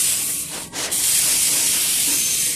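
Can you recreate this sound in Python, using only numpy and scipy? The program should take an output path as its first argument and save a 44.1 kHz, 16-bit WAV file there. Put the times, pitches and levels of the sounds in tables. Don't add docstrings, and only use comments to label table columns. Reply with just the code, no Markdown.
import sys
import numpy as np
from scipy import signal
from scipy.fft import rfft, irfft, next_fast_len
from scipy.io import wavfile
from scipy.ndimage import uniform_filter1d

SR = 44100
rng = np.random.default_rng(int(sys.argv[2]) if len(sys.argv) > 2 else 0)


def generate_wav(sig):
    pcm = np.round(np.clip(np.atleast_2d(sig).T, -1, 1) * 32767).astype(np.int16)
    wavfile.write(sys.argv[1], SR, pcm)


def volts(x):
    e = np.asarray(x, float) / 20
    return 10 ** e


N = 112455


def rms_one(x):
    return x / np.sqrt(np.mean(x ** 2) + 1e-20)


def drift(rate_hz):
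    r = np.exp(-80 * np.pi * rate_hz / SR)
    slow = signal.lfilter([1], [1, -2 * r, r * r], rng.standard_normal(N // 40 + 2002))
    slow = slow[2000:]
    return np.interp(np.arange(N) / 40, np.arange(len(slow)), rms_one(slow - slow.mean()))


def noise_bands(spectrum):
    size = next_fast_len(N)
    hz = np.maximum(np.arange(size // 2 + 1) * SR / size, 1)
    f, db = np.transpose(spectrum)
    colour = volts(np.interp(np.log(hz), np.log(f), db, -120))
    noise = rfft(rng.standard_normal(size)) * colour
    noise = noise / np.std(irfft(noise, size))
    for centre in 20 * 2 ** (np.arange(30) / 3):
        if f[0] / 1.3 < centre < f[-1] * 1.3:
            triangle = np.clip(1 - np.abs(3 * np.log2(hz / centre)), 0, 1)
            yield centre, irfft(noise * triangle, size)[:N]


def narrow(lines, waver_db):
    out = 0
    for hz, width, db in lines:
        r = np.exp(-np.pi * max(width, 2) / SR)
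        poles = [1, -2 * r * np.cos(2 * np.pi * hz / SR), r * r]
        tone = rng.standard_normal(N + SR // 2)
        for _ in range(2):
            tone = signal.lfilter([1, 0, -1], poles, tone)
        out = out + volts(db + waver_db * drift(2)) * rms_one(tone[-N:])
    return out


def hall(t):
    # f/Hz, level/dB per Hz
    rumble_spectrum = [(25, -1), (60, -14), (120, 1), (320, -2), (520, -9.5), (1000, -16), (2500, -36),
                       (9000, -34)]
    # f/Hz, width/Hz, level/dB rms
    motor_tones = [(74.3, 26, -54), (163, 33, -52.5), (301.6, 22, -53)]
    # f/Hz, level/dB per Hz
    neighbour_spectrum = [(350, -18), (600, 2), (1100, -0.5), (1500, -1.5), (2100, -16)]
    # t/s, level/dB
    neighbour_level = [(0, -44), (.2, -46), (.42, -56), (.6, -41.5), (.7, -63), (.95, -43), (1.2, -44.5),
                       (1.9, -45), (2.2, -47), (2.4, -55), (2.55, -55.5)]
    shared = drift(1.7)
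    rumble = sum(band * volts(.6 * shared + 1.2 * drift(6)) for hz, band in noise_bands(rumble_spectrum))
    others = sum(band * volts(1.8 * drift(9.1)) for hz, band in noise_bands(neighbour_spectrum))
    others = others * volts(np.interp(t, *np.transpose(neighbour_level)))
    whine_db = -54 - 2 * t + 1.5 * drift(8)
    whine_hz = 1114 + 3 * drift(11)
    whine = volts(whine_db) * np.sqrt(2) * np.sin(2 * np.pi * np.cumsum(whine_hz) / SR)
    return volts(-42.5) * rumble + whine + narrow(motor_tones, waver_db=1.5) + others


def gantry(t):
    # t/s, length/s, level/dB, treble against bass/dB
    moves = [(0.1, 0.054, -40.5, 5), (0.28, 0.039, -36.5, -6), (0.415, 0.023, -63, -14),
             (0.492, .13, -32.5, 2), (0.717, 0.2, -29, 7.5), (0.996, 0.054, -41, 1),
             (1.222, 0.14, -33.5, 7.5), (1.465, 0.2, -31, -6.5), (1.723, 0.064, -37, 13.5),
             (1.837, 0.029, -41.5, -4), (2.066, 0.088, -33, -1), (2.258, 0.077, -36, -13),
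             (2.462, 0.046, -40.5, -16)]
    # f/Hz, level/dB per Hz
    rail_spectrum = [(200, -6), (400, 1), (1250, -6), (1600, -5), (7000, -7), (10300, -10.5),
                     (11800, -18.5), (14100, -19.5)]
    # f/Hz, width/Hz, level against the rush/dB
    frame_rings = [(293, 51, -16.5), (491, 47, -22.5), (934, 59, -18), (1596, 45, -20), (1935, 130, -17.5),
                   (2890, 120, -25)]
    bass_ring_s, treble_ring_s = 0.056, .006
    bands = list(noise_bands(rail_spectrum)) + [(400, narrow(frame_rings, waver_db=6.0))]
    out = np.zeros(N)
    for start, length, db, treble_db in moves:
        on = (t > start) & (t < start + length + .3)
        speed = np.sin(np.pi * np.clip((t[on] - start) / length, 0, 1)).clip(0)
        for hz, band in bands:
            high = np.clip(np.log2(hz / 400) / 4, 0, 1)
            r = np.exp(-1 / (SR * bass_ring_s ** (1 - high) * treble_ring_s ** high))
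            drive = speed ** (0.55 + high * 1.1)
            ringing = signal.lfilter([1 - r], [1, -r], drive)
            out[on] += volts(db + treble_db * high) * band[on] * np.maximum(drive, ringing)
    return out * volts(.8 * drift(70) + .3 * drift(15))


def nozzles(t):
    # t/s, level/dB, low roar against whistle/dB
    air_first = [
        (0, -21, -0.5),
        (.135, -22.5, -1),
        (.16, -25, -1),
        (.42, -28, -6),
        (.46, -34, -1),
        (.635, -35, 2),
        (.68, -42, -1),
        (.70, -49, -2),
        (.73, -45.5, -4),
    ]
    # t/s, level/dB, low roar against whistle/dB
    air_second = [
        (.905, -36, 6),
        (.913, -37, 7),
        (.921, -22.5, -3.5),
        (1.03, -22, -4.5),
        (1.04, -20, -3.5),
        (1.3, -21, 0),
        (2.0, -22.5, 0),
        (2.48, -24.5, -1.5),
        (2.55, -28.5, 2.5),
    ]
    # f/Hz, level/dB per Hz
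    hiss_spectrum = [(1100, -26), (1750, -15.5), (2300, -7.5), (6400, -6.5), (8300, -1), (10700, -3),
                     (11400, -8), (14100, -9.5)]
    # f/Hz, width/Hz, level against the hiss/dB
    edge_whistles = [(2320, 30, -48), (2724, 30, -31.5), (3215, 44, -26), (5550, 230, -24.5),
                     (7940, 140, -63), (8360, 220, -31.5), (9040, 450, -15), (10110, 470, -27.5)]
    # t/s, puff over the flow/dB
    valves = [
        (0.919, -1),
        (1.037, 2),
        (1.146, 2),
        (1.24, 0.5),
        (1.421, 1.5),
    ]
    # t/s, length/s, f/Hz, level against the hiss/dB
    leak_whistles = [
        (1.6, 0.48, 5550, -14.5),
        (2.003, 0.79, 6280, -13),
    ]
    puff_s, roar_below_hz = 0.041, 5600

    shut = [(air_first[-1][0] + .02, -70, 0), (air_second[0][0] - .02, -70, 0)]
    s, db, roar_db = np.transpose(list(air_first) + shut + list(air_second))
    level = np.interp(t, s, db) + 3.5
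    for opens, puff_db in valves:
        level = level + puff_db * (t > opens) * np.exp(-np.abs(t - opens) / puff_s)
    level = level + .5 * drift(2) + 0.36 * drift(70) + 0.36 * drift(450)

    roar = np.interp(t, s, roar_db)
    hiss = 0
    for hz, band in noise_bands(hiss_spectrum):
        tilt = roar / (1 + (hz / roar_below_hz) ** 6)
        hiss = hiss + band * volts(tilt + 1.26 * drift(1.43) + .5 * drift(49))
    leaks = 0
    for start, length, hz, db in leak_whistles:
        swell = np.sin(np.pi * np.clip((t - start) / length, 0, 1))
        leaks = leaks + narrow([(hz, 250, db)], waver_db=5.5) * swell
    return volts(level) * (hiss + leaks + narrow(edge_whistles, waver_db=1.5))


def scene():
    t = np.arange(N) / SR
    return np.tile(hall(t) + gantry(t) + nozzles(t), (2, 1))


def drop_masked(x):
    mask_db, weak_db, hearing_db = -7, -6, -74
    mask_top_hz, hearing_from_hz, cut_hz = 5600, 10800, 13960
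    args = dict(fs=SR, window="cosine", nperseg=2048, noverlap=1024)
    hz, _, z = signal.stft(x, **args)
    power, hz = np.abs(z) ** 2, hz[:, None]
    band = power[:1024].reshape(256, 4, -1).mean(axis=1)
    band = np.repeat(band, 4, axis=0)[np.minimum(np.arange(1025), 1023)]
    band = uniform_filter1d(band, size=2, axis=1)
    mask = uniform_filter1d(uniform_filter1d(power, size=61, axis=0), size=2, axis=1)
    lost = band < mask * volts(2 * (mask_db + 2.3 * (hz > 2400)))
    lost = lost & (hz > 700) & (hz < mask_top_hz)
    lost = lost | np.roll(lost, 1, axis=1)
    weak = (power < mask * volts(2 * weak_db)) & (hz > 1500)
    z = z * np.where(hz > 2500, power / (mask + 1e-30), 1) ** .1
    audible = np.clip(band / volts(2 * hearing_db), 0, 1) ** 2
    faint = audible * (hz > hearing_from_hz) + (hz <= hearing_from_hz)
    z = z * np.where(lost | weak, .04, 1) * faint * (hz < cut_hz)
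    return signal.istft(z, **args)[1][:N]


def side_splits():
    # t/s, low f/Hz, high f/Hz, level/dB rms
    splits = [(.832, 10400, 12500, -41), (1.088, 8950, 10300, -27), (1.133, 10400, 11700, -32),
              (1.133, 4200, 5140, -36), (1.343, 10300, 12400, -30), (1.344, 7550, 9050, -26.5),
              (2.039, 4150, 5200, -39), (2.434, 7650, 8900, -30)]
    t, side = np.arange(N) / SR, 0
    for s, low_hz, high_hz, db in splits:
        sos = signal.ellip(6, 1, 70, [low_hz, high_hz], "band", fs=SR, output="sos")
        band = signal.sosfilt(sos, rng.standard_normal(N))
        swell = np.cos(np.pi * np.clip((t - s) / .046, -.5, .5))
        side = side + volts(db) * rms_one(band) * swell
    return side * [[1], [-1]]


def top_cut(x):
    return signal.sosfilt(signal.butter(12, 15160, fs=SR, output="sos"), x)


def record(dry):
    mix = drop_masked(dry[0]) + side_splits()
    return top_cut(mix)


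dry = scene()
out = record(dry)
generate_wav(out)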